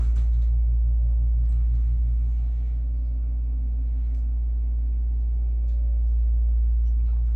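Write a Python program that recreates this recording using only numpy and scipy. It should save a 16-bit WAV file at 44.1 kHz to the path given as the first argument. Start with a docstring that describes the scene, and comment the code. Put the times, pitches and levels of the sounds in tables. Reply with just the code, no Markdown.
"""An air conditioner's compressor drones in a furnished bedroom, as steady rotor and mains tones that beat into a throb.
Its fan adds weak tones at multiples of a third of the rotor speed, with one low hum beside them; shaped noise makes
the air rush and duct resonances. A handheld phone with two microphones is carried through the room's standing waves,
so levels drawn over time rise and sink. Close by, noise strokes make clothes rustle, bursts with decaying tails make
ticks, knocks and squeaks, low modes make bumps, and a falling sweep snaps on the phone's shell."""
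import sys
import numpy as np
from scipy import signal
from scipy.fft import rfft, irfft, next_fast_len
from scipy.io import wavfile
from scipy.ndimage import uniform_filter1d, map_coordinates

SR = 44100
rng = np.random.default_rng(int(sys.argv[2]) if len(sys.argv) > 2 else 0)


def put_to_file(sound):
    """Save the sound as 16-bit audio at rate SR, in the file named by the first command-line argument."""
    columns = np.atleast_2d(sound).T  # one column per channel
    safe = np.clip(columns, -1, 1)
    whole_steps = np.round(safe * 32767)
    wavfile.write(sys.argv[1], SR, whole_steps.astype(np.int16))


N = 324249
T = np.arange(N) / SR
ROTOR_HZ, MAINS_HZ = 57.05, 59.975


def amp(db):
    """Gain of a level in dB."""
    return 10 ** (np.asarray(db) / 20)


def unit(x):
    """Scaled to rms 1."""
    return x / np.sqrt(np.mean(x ** 2) + 1e-20)


def along(points, hz):
    """Value at hz between (frequency [Hz], value) points on a log axis."""
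    f, v = np.transpose(points)
    return np.interp(np.log(hz + 1), np.log(f + 1), v)


def curves(rows):
    """One value per sample for each column after the time."""
    s, *columns = np.transpose(rows)
    return [np.interp(T, s, column) for column in columns]


def wobble(rate):
    """A smooth random curve with rate knots a second."""
    coarse = T[::128]
    knots = rng.standard_normal(int(N * rate / SR) + 4)
    return np.interp(T, coarse, map_coordinates(knots, [coarse * rate]))


def filtered(x, response):
    """x shaped by a response of frequency."""
    n = x.shape[-1]
    m = next_fast_len(n + 8192)
    return irfft(rfft(x, m) * response(np.fft.rfftfreq(m, 1 / SR)), m)[..., :n]


def coloured(points):
    """White noise shaped by (frequency [Hz], level [dB]) points, rms 1."""
    return unit(filtered(rng.standard_normal(N), lambda f: amp(along(points, f))))


def resonance(centre_hz, width_hz):
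    """Response of one damped mode."""
    return lambda f: 1j * f * width_hz / (centre_hz ** 2 - f * f + 1j * f * width_hz)


def tone(hz, db, start_s=None):
    """A tone of rms level db, steady or a curve, cresting at start_s or at a random moment."""
    s = rng.uniform() if start_s is None else start_s
    return np.sqrt(2) * amp(db) * np.cos(2 * np.pi * hz * (T - s))


# How much of the microphones' difference is sound reaching the left one first:
# (frequency [Hz], signed share [-1 to 1])
LEFT_FIRST = [(450, 0.067), (1000, 0.57), (3000, 0.21), (4700, 0.7), (5600, -0.9), (10000, -0.79)]


def noise(mid_points, side_points, patchy_db, ripple_db):
    """Sum and difference noise, each rms 1, with patches of gain and the slow narrow ripple of room resonances."""
    x = rng.standard_normal((2, N))
    # gain depth, window [samples], smoothing over bins and over frames
    for depth_db, window, bins, frames in [(patchy_db, 512, 6, 10), (ripple_db, 4096, 2, 8)]:
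        z = signal.stft(x, nperseg=window)[2]
        field = rng.standard_normal(z.shape[1:])
        field = uniform_filter1d(uniform_filter1d(field, bins, 0), frames, 1)
        x = signal.istft(z * amp(depth_db * unit(field)), nperseg=window)[1][:, :N]

    def apart(f):
        # a time lag between the microphones puts the difference a quarter cycle from the sum
        lead = np.clip(along(LEFT_FIRST, f), -1, 1)
        return amp(along(side_points, f)) * np.array([1j * lead, np.sqrt(1 - lead ** 2)])

    mid = filtered(x[0], lambda f: amp(along(mid_points, f)))
    side = filtered(x, apart).sum(axis=0)
    return np.array([unit(mid), unit(side)])


# Air rush in the room, before scaling to rms 1: (frequency [Hz], relative level [dB per Hz])
RUSH_ALIKE = [(170, -33.5), (290, -5), (575, -8), (620, -8), (740, -8), (1030, -22), (1400, -19.5),
              (1750, -27.5), (2400, -19), (2950, -32), (3700, -36), (4450, -30), (5000, -41),
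              (10200, -46.5), (10500, -71.5)]  # heard alike at both microphones
RUSH_OPPOSITE = [(76, -31), (130, -7.5), (179, -15), (257, -10.5), (340, -15.5), (584, -6.5), (1250, -22.5),
                 (1800, -39), (2450, -26), (3600, -41.5), (4800, -32), (6000, -50.5), (7500, -41),
                 (15000, -46.5), (15700, -57)]  # heard in opposite phase
RUSH_DB, RUSH_WIDE_DB = -63, -67.5  # usual levels, alike and in opposite phase


def rush():
    """Broad turbulent noise through the grille, its level straying slightly."""
    gain = amp(0.17 * wobble(6.2) + [[RUSH_DB], [RUSH_WIDE_DB]])
    return gain * noise(RUSH_ALIKE, RUSH_OPPOSITE, patchy_db=1.33, ripple_db=2.5)


# Low air noise before scaling to rms 1: (frequency [Hz], relative level [dB per Hz])
RUMBLE_SPECTRUM = [(15, -27.5), (30, -5.5), (70, 0), (100, -6.5), (140, -10.5), (165, -3.5), (185, -16),
                   (215, -8.5), (243, -11.5), (280, -10.5), (305, -19), (330, -69.5)]
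# Levels where the phone is, also used by the ducts and the whine: (time [s], duct resonance [dB],
# lower resonance [dB], rumble [dB], rumble's upper part over it [dB], whine sidebands [dB])
PHONE_PLACE = [(0.35, -62, -74, -57, -0.5, -97.5), (1.3, -60, -72, -52.5, -1, -95.5),
               (1.9, -61, -65.5, -49, -4, -95), (2.4, -58.5, -71, -47, -2, -94),
               (2.7, -57, -73, -55, 0, -103.5), (3.2, -57, -65, -55, 1, -103.5),
               (3.9, -52.5, -58.5, -55, 2, -103.5), (4.45, -56.5, -64, -53.5, 1, -103),
               (5.0, -57.5, -60, -53.5, -0.5, -103), (5.95, -61.5, -74.5, -57.5, 2, -96.5),
               (6.6, -61.5, -73, -52.5, -0.5, -95.5), (7.3, -60, -71, -54.5, 0, -102)]


def rumble():
    """Low shaped noise whose part above about 185 Hz rises and sinks separately."""
    _, _, rumble_db, upper_db, _ = curves(PHONE_PLACE)
    body = coloured(RUMBLE_SPECTRUM)
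    upper = filtered(body, lambda f: 1 / (1 + (185 / (f + 1)) ** 8))
    body = body + (amp(upper_db) - 1) * upper
    return amp(rumble_db + 1.2 * wobble(2.8)) * body


DUCT, LOW_DUCT = (261, 11), (211.5, 7)  # (centre [Hz], width of each of two cascaded modes [Hz])
WAVER_HZ, WHISTLE_DB = 4, 4.5  # typical pitch straying; usual whistle level over the breathy part
DUCT_WIDE_DB = -17  # opposite-phase part of both resonances


def breath(mode):
    """Noise through the same damped mode twice, rms 1."""
    return unit(filtered(rng.standard_normal(N), lambda f: resonance(*mode)(f) ** 2))


def ducts():
    """Air excites two breathy resonances; the higher one also whistles with a wavering pitch."""
    duct_db, low_db, *_ = curves(PHONE_PLACE)
    whistle = np.cos(2 * np.pi * np.cumsum(DUCT[0] + WAVER_HZ * wobble(5)) / SR)
    duct = unit(breath(DUCT) + amp(WHISTLE_DB + 1.9 * wobble(4.4)) * unit(whistle))
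    low, low_apart = breath(LOW_DUCT), breath(LOW_DUCT)
    mid = amp(duct_db) * duct + amp(low_db) * low
    quarter_cycle = filtered(duct, lambda f: 1j + 0 * f)
    side = amp(duct_db) * quarter_cycle + amp(low_db) * low_apart
    return np.array([mid, amp(DUCT_WIDE_DB) * side])


CARRIER_HZ = 9600


def whine():
    """A high carrier, chopped by the rotor: only its two sidebands sound."""
    db = curves(PHONE_PLACE)[4]
    return tone(CARRIER_HZ - ROTOR_HZ, db) + tone(CARRIER_HZ + ROTOR_HZ, db)


# Cloth noise, alike and in opposite phase, before scaling to rms 1:
# (frequency [Hz], relative level [dB per Hz])
CLOTH_ALIKE = [(410, -31.5), (800, -13.5), (1250, -4), (1700, -10.5), (2200, -8), (2700, -13.5),
               (3200, -17.5), (3900, -15.5), (4900, -24.5), (6600, -21), (10200, -35), (10500, -55.5),
               (13600, -54), (14400, -40.5)]
CLOTH_OPPOSITE = [(410, -28), (1020, -10.5), (1630, -31.5), (2530, -15.5), (3600, -21.5), (4800, -22),
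                  (6000, -29.5), (9880, -22.5), (15600, -29)]
# Clothes rubbing close by, one row a stroke: (loudest time [s], rise [s], fall [s],
# nominal middle-band peak [dB], treble lift [dB], low lift [dB])
CLOTH_STROKES = [(0.01, .1, 0.14, -62, 8, 6.5), (0.2, 0.06, .12, -60, 0.5, -6),
                 (0.44, 0.18, 0.1, -68, 3, -0.5), (1.58, 0.19, 0.11, -66.5, -8, -2),
                 (1.8, 0.17, 0.2, -66, -0.5, -2), (2.048, .15, .2, -75, 6, 0),
                 (2.35, 0.25, .3, -69.5, 2, -2), (2.69, .3, 0.16, -66, -4.5, -8.5),
                 (4.081, 0.26, 0.19, -69, -3, -2.5), (6.051, 0.24, 0.28, -82.5, 6.5, 0),
                 (7.101, 0.083, .1, -76.5, 1, -1), (7.35, 0.12, .1, -73.5, 4.5, 6)]
STROKE_EDGE_DB = 10.5  # how far a stroke is down a rise before and a fall after its peak
CLOTH_WIDE_DB = -6.5  # opposite-phase part


def rustle():
    """Cloth slides over cloth in strokes that swell and fade, each with its own balance of low, middle and treble."""
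    gain = amp(0.86 * wobble(25) + [[0], [CLOTH_WIDE_DB]])
    cloth = gain * noise(CLOTH_ALIKE, CLOTH_OPPOSITE, patchy_db=2.0, ripple_db=3.0)
    low, dull = (filtered(cloth, lambda f: 1 / (1 + (f / edge_hz) ** 4)) for edge_hz in (1650, 4200))
    power = np.zeros((3, N))
    for s, rise, fall, db, bright_db, low_db in CLOTH_STROKES:
        stroke_db = db - STROKE_EDGE_DB * ((T - s) / np.where(T < s, rise, fall)) ** 2
        power += amp(stroke_db) ** 2 * amp([[low_db], [0], [bright_db]]) ** 2
    bands = [low, dull - low, cloth - dull]
    return (np.sqrt(power)[:, None] * bands).sum(axis=0)


# Opposite-phase part of ticks, knocks and squeaks: (frequency [Hz], level [dB])
TOUCH_OPPOSITE = [(400, -8.5), (2000, -7.5), (4500, -4.5), (9000, 2), (13000, 8)]
TOUCH_ALIKE = [(10000, 0.5), (10500, -15.0), (13500, -13), (14500, -2.5)]  # (frequency [Hz], level [dB])
CRACK_S = 0.00065  # a crack is one impulse with the energy of this much tail, at 0 dB


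def bursts(rows):
    """Each burst is an optional crack and a decaying noise tail, ringing in one band at both microphones."""
    out, t = np.zeros((2, N + SR)), T[:SR // 2]
    for s, db, centre_hz, width_hz, t60, crack_db, rise, hold in rows:
        shape = amp(-60 * np.maximum(t - hold, 0) / t60) * (1 - np.exp(-t / rise))
        near, far = shape * rng.standard_normal((2, len(t)))
        near[0], far[0] = amp(crack_db) * np.sqrt(CRACK_S * SR) * rng.choice([-1, 1], size=2)
        apart = 0.67 * far + filtered(near, lambda f: 1j * along(LEFT_FIRST, f))

        def response(f):
            # narrow bands are raised to offset the noise they reject
            band = resonance(centre_hz, width_hz)(f) ** 2 * np.sqrt(SR / width_hz)
            return band * amp([along(TOUCH_ALIKE, f), along(TOUCH_OPPOSITE, f)])

        out[:, round(s * SR):][:, :len(t)] += amp(db) * filtered(np.array([near, apart]), response)
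    return out[:, :N]


STRIKE_RISE_S = 0.0012  # time constant of the tail's onset in ticks and knocks

# Small ticks and taps of floor and grip, a row for each band that rings: (time [s], nominal level [dB],
# centre [Hz], mode width [Hz], t60 [s], crack over the tail [dB])
TICK_BANDS = [(0.1582, -62, 6170, 5000, .4, 4.5), (0.176, -61, 3700, 1180, 0.22, -4.5),
              (0.2, -60.5, 700, 498, 0.38, -3), (0.331, -69, 3800, 1300, .35, 9.5),
              (0.334, -75.5, 6600, 2000, .25, 3), (0.42, -73, 6400, 2994, 0.31, 3),
              (0.333, -72, 1900, 1200, .3, 0), (0.42, -71, 1900, 1200, .35, 1),
              (0.4188, -67, 3800, 1200, 0.25, 8), (1.108, -79, 9060, 4040, .3, 3),
              (1.4558, -76.5, 4420, 2200, 0.24, 13), (1.4902, -71, 7870, 993, 0.36, 2),
              (1.4922, -78, 13400, 2970, .26, 2), (1.524, -76.5, 4030, 798, .12, 16.5),
              (1.523, -68.5, 2220, 896, 0.16, 2), (1.523, -77.5, 6470, 2990, .2, 11.5),
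              (1.7531, -76.5, 4300, 1500, .3, 13.5), (1.7536, -83, 6500, 1500, .3, 15),
              (2.07, -79, 3450, 500, 0.11, 6), (2.959, -84, 4440, 1460, 0.66, 6),
              (3.05, -78, 4460, 1200, .4, 2.5), (4.1477, -75, 2300, 900, .05, 18.5),
              (4.1494, -87, 3550, 500, .05, 18.5), (4.1482, -83.5, 5300, 1500, .05, 21.5),
              (4.1477, -92.5, 8040, 2500, 0.046, 23.5), (5.2035, -81.5, 4350, 2190, 0.43, 9.5),
              (5.342, -83.5, 6480, 6060, 0.26, 7.5), (5.2035, -88.5, 6770, 1486, 0.3, -3),
              (5.681, -74, 4380, 904, 0.44, 6.5), (5.68, -77.5, 6770, 605, 0.41, 4),
              (5.686, -72.5, 3710, 800, 0.44, -4), (5.683, -79, 7020, 4970, 0.36, 1),
              (5.695, -73.5, 1653, 400, 0.36, 1), (5.685, -75, 2425, 500, 0.35, -2),
              (5.685, -78.5, 5490, 500, 0.29, 0), (6.072, -79.5, 5530, 2510, 0.38, 2),
              (6.856, -78, 4190, 3010, 0.26, 1), (6.909, -83, 5700, 696, 0.3, -4.5),
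              (6.926, -68.5, 598, 399, 0.16, 8), (7.0577, -76, 4000, 1490, 0.77, 4),
              (7.0576, -72.5, 2520, 600, 0.29, 5.5), (7.076, -62.5, 558, 398, 0.29, -4.5),
              (7.13, -60.5, 706, 500, 0.39, -2), (7.162, -65, 1050, 401, 0.11, -8),
              (7.163, -71.5, 1450, 402, 0.13, -4), (7.181, -68.5, 625, 300, 0.15, -5),
              (7.255, -79.5, 6600, 4860, .45, 3.5), (7.266, -76, 2800, 2500, .2, 8.5)]


def ticks():
    """A short crack excites its own band and leaves a scattered tail."""
    return bursts([(*row, STRIKE_RISE_S, 0) for row in TICK_BANDS])


# Soft knocks of the hand on what it carries:
# (time [s], nominal level [dB], brightness [dB per octave], t60 [s])
HAND_KNOCKS = [(0, -54.5, -2.5, 0.35), (0.16, -55, -1, 0.37)]
# What a knock sounds in: (centre [Hz], mode width [Hz], relative level [dB])
KNOCK_MODES = [(226.6, 69, 4), (355, 130, -2.5), (600, 480, -4), (1230, 580, -2.5), (2500, 880, -7.5)]
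KNOCK_CRACK_DB = 3  # crack over the tail


def knocks():
    """A knock excites several low bands at once, tilted about 650 Hz."""
    rows = []
    for s, db, tilt_db, t60 in HAND_KNOCKS:
        for hz, width, level in KNOCK_MODES:
            band_db = db + level + tilt_db * np.log2(hz / 650)
            rows.append((s, band_db, hz, width, t60, KNOCK_CRACK_DB, STRIKE_RISE_S, 0))
    return bursts(rows)


# Short squeaks and scrapes: (time [s], nominal level [dB], centre [Hz], mode width [Hz],
# rise time constant [s], hold [s], t60 [s])
SCRAPES = [(0.003, -63, 1320, 450, .004, .04, .4), (0.003, -73, 5600, 3500, 0.0043, .05, 0.31),
           (1.901, -87, 8400, 3000, .08, .3, .6), (2.2, -89, 8000, 3000, .06, .15, 0.55),
           (2.28, -76, 2320, 400, .03, 0.19, .2), (2.5, -77, 2220, 350, 0.065, .23, 0.19),
           (2.66, -81, 3600, 598, 0.035, 0.054, .2), (4.001, -80.5, 2250, 500, .02, .13, 0.089),
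           (4.149, -76, 5750, 5030, .003, 0.044, 0.29), (6.856, -73, 5700, 449, .002, 0.033, .12),
           (6.857, -75, 2980, 250, .002, 0.016, .08), (6.988, -72, 2270, 349, .003, 0.018, 0.071),
           (7.08, -65, 1320, 200, .003, .018, .12), (7.083, -70.5, 2410, 500, .005, 0.023, .15)]


def squeaks():
    """Rubbing noise in one band builds up without a crack, holds, then dies."""
    return bursts([(s, db, hz, width, t60, -np.inf, rise, hold)
                   for s, db, hz, width, rise, hold, t60 in SCRAPES])


# Dull bumps: (time [s], nominal level [dB], t60 [s])
DULL_BUMPS = [(-.009, -37, 1.5), (1.877, -39.5, 0.21), (1.9637, -28, .2), (7.0669, -31, 0.15)]
# What the room's floor rings with: (frequency [Hz], relative peak [dB])
FLOOR_MODES = [(37, -4.5), (48, -8.5), (67, 6)]


def bumps():
    """Soft blows make low floor modes ring and die away."""
    out = np.zeros(N)
    for s, db, t60 in DULL_BUMPS:
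        t = np.maximum(T - s, 0)
        ring = sum(amp(level) * np.sin(2 * np.pi * hz * t) for hz, level in FLOOR_MODES)
        out += amp(db - 60 * t / t60) * (1 - np.exp(-t / 0.016)) * ring
    return out


# A finger snaps on the phone's shell: (time [s], envelope peak [dB])
SHELL_SNAPS = [(4.1478, -42.5)]
SNAP_CYCLE_S, SNAP_PEAK_S = .00041, .0015  # length of the first cycle; time of the envelope peak


def snaps():
    """The shell bends opposite ways at the two microphones; treble arrives first, so the pitch falls."""
    out = np.zeros(N)
    for s, db in SHELL_SNAPS:
        t = np.maximum(T - s, 0)
        envelope = t / SNAP_PEAK_S * np.exp(1 - t / SNAP_PEAK_S)
        out -= amp(db) * envelope * np.sin(2 * np.pi * np.sqrt(t / SNAP_CYCLE_S))
    return out


# The stronger fan orders: [multiple of a third of the rotor speed]
ORDERS = [8, 12, 19, 22, 30, 9, 11, 15, 16, 23, 24, 26, 31, 34, 35, 37, 40]
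# Usual level of each of them: [dB]
ORDER_LEVELS = [-66.5, -65, -76.5, -77.5, -76.5, -70.5, -77, -79, -81.5, -84.5, -84, -86, -82, -86, -84.5,
                -86.5, -85]
# An order swells while the phone passes one of its crests, a list for each order:
# (time [s], lift [dB], half length [s])
ORDER_SWELLS = [
    [(0.1, 10.5, 0.28), (1.5, 15.5, 0.55), (2.76, 11.5, 0.26), (3.45, 8.5, 0.29), (4.2, 1.5, .6),
     (6.5, 3, 0.57)],
    [(1.95, 7.5, 0.38), (5.3, 4, 0.94), (6.55, 2, 0.39)],
    [(0.1, 12.5, .2), (1.1, 2.5, .3), (3.4, 6.5, 0.69), (5.3, 12.5, 0.91), (7.05, 2, .3)],
    [(2.9, 5, 0.35), (5.5, 9.5, 0.7), (7.2, 6.5, 0.36)],
    [(0.1, 7, 0.53), (1.15, 13.5, 0.43), (3.0, 9.5, 0.36), (4.08, 7, 0.15), (5.75, 10.5, 0.27),
     (6.25, 9.5, 0.44)],
    [(0.3, 2.5, .4), (1.85, 10.5, .8), (3.2, 3.5, .8)],
    [(2.4, 9.5, .6), (3.7, 15.5, .5), (4.8, 14, .35)],
    [(1.5, 10.5, .5), (3.2, 12.5, 1.2), (5.2, 9, .8)],
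    [(0.2, 14, .4), (2.05, 11.5, .35)],
    [(3.7, 11.5, .7), (4.7, 7.5, .3), (7.0, 8.5, .3)],
    [(0.9, 10.5, 0.55), (5.2, 6, .7), (6.3, 9.5, .5)],
    [(1.55, 14.5, .4), (3.75, 14, .45)],
    [(0.6, 11.5, .7), (2.1, 7.5, .3), (3.1, 5.5, .4), (6.0, 7, .6)],
    [(1.2, 6, .6), (2.5, 12.5, .3), (6.1, 8.5, .4)],
    [(4.2, 12, .7), (6.6, 4, .3)],
    [(0.7, 7, 0.27), (1.6, 8.5, .3), (5.8, 12.5, .6)],
    [(0.5, 10, .4), (2.5, 13, .35), (3.7, 7, .5), (5.5, 8.5, .5)],
]
# A low hum beside the orders that hardly changes: (frequency [Hz], usual level [dB])
LOW_HUM = [(103.9, -58.5)]
# Usual level of the remaining orders: (frequency [Hz], level [dB])
FAINT_ORDERS = [(240, -78), (450, -85), (800, -93.5), (1200, -93.5)]


def fan_and_hum_tones():
    """Weak unsteady tones: orders of the fan shaft, and one low hum beside them; the microphones differ."""
    shaft_hz = ROTOR_HZ / 3
    tones = list(LOW_HUM)
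    for order, db, swells in zip(ORDERS, ORDER_LEVELS, ORDER_SWELLS):
        lift = sum(lift_db * np.exp(-((T - s) / half) ** 2) for s, lift_db, half in swells)
        tones.append((order * shaft_hz, db + lift))
    for order in range(10, 62):
        if order not in ORDERS:
            # the faint orders swell and vanish by chance as the phone moves
            hz = order * shaft_hz
            tones.append((hz, along(FAINT_ORDERS, hz) + 4.9 * wobble(1.5)))
    mid, side = np.zeros((2, N))
    for hz, db in tones:
        # towards 600 Hz the two microphones differ more
        side_db = along([(100, -23.5), (600, -9.5)], hz)
        mid += tone(hz, db + 1.6 * wobble(8.6))
        side += tone(hz, db + side_db + 2.0 * wobble(1.8))
    return np.array([mid, side])


# The drone where the phone is held: (time [s], level [dB])
DRONE_LEVEL = [(0.3, -20), (0.75, -20), (1.66, -20.5), (2.21, -21.5), (2.56, -24), (3.14, -24.5),
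               (5.64, -22.5), (6.28, -20), (6.7, -20), (7.3, -21.5)]
# Standing waves lift and sink the two beating tones: (time [s], double speed [dB], mains buzz [dB])
THROB_LEVELS = [(0.15, -42, -44.5), (1.4, -42, -42.5), (2.1, -43, -41), (2.45, -52, -45), (3.4, -56.5, -48),
                (3.8, -69.5, -48), (4.7, -71.5, -50.5), (5.4, -65.5, -48), (6.4, -54.5, -51),
                (6.8, -59, -50.5), (7.25, -52, -44)]
CREST_S, SWELL_S = .0125, .035  # a pressure crest of the drone; a moment when the throbbing tones are in step


def compressor():
    """The rotor slips behind the mains, so its double and the mains buzz beat about six times a second."""
    double_db, buzz_db = curves(THROB_LEVELS)
    drone = tone(ROTOR_HZ, curves(DRONE_LEVEL)[0] + 0.091 * wobble(22), CREST_S)
    double_crest = CREST_S + 1 / (8 * ROTOR_HZ)  # a quarter of the double's cycle after the drone's crest
    buzz_crest = SWELL_S + (double_crest - SWELL_S) * ROTOR_HZ / MAINS_HZ  # in step at the swell
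    double = tone(2 * ROTOR_HZ, double_db, double_crest)
    buzz = tone(2 * MAINS_HZ, buzz_db, buzz_crest)
    return drone + double + buzz


def scene():
    """Sum and difference signals become left and right."""
    mid, side = rush() + ducts() + rustle() + ticks() + knocks() + squeaks() + fan_and_hum_tones()
    mid = mid + rumble() + whine() + bumps() + compressor()
    side = side + snaps()
    return np.array([mid + side, mid - side])


# Balance of the two microphones: (frequency [Hz], left minus right [dB])
BALANCE = [(60, -.45), (130, -.8), (250, -2), (420, -3.5), (700, -3.5), (1290, -.4), (4400, -.4), (9000, 0)]
TOP_HZ = 15750  # band limit, before the hiss


def record(dry):
    """The two channels lean a little and are band-limited; a trace of converter hiss is added."""
    lean = np.array([[.5], [-.5]])
    kept = filtered(dry, lambda hz: amp(along(BALANCE, hz) * lean) * (hz < TOP_HZ))
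    return kept + amp(-103) * rng.standard_normal(dry.shape)


dry = scene()
out = record(dry)
put_to_file(out)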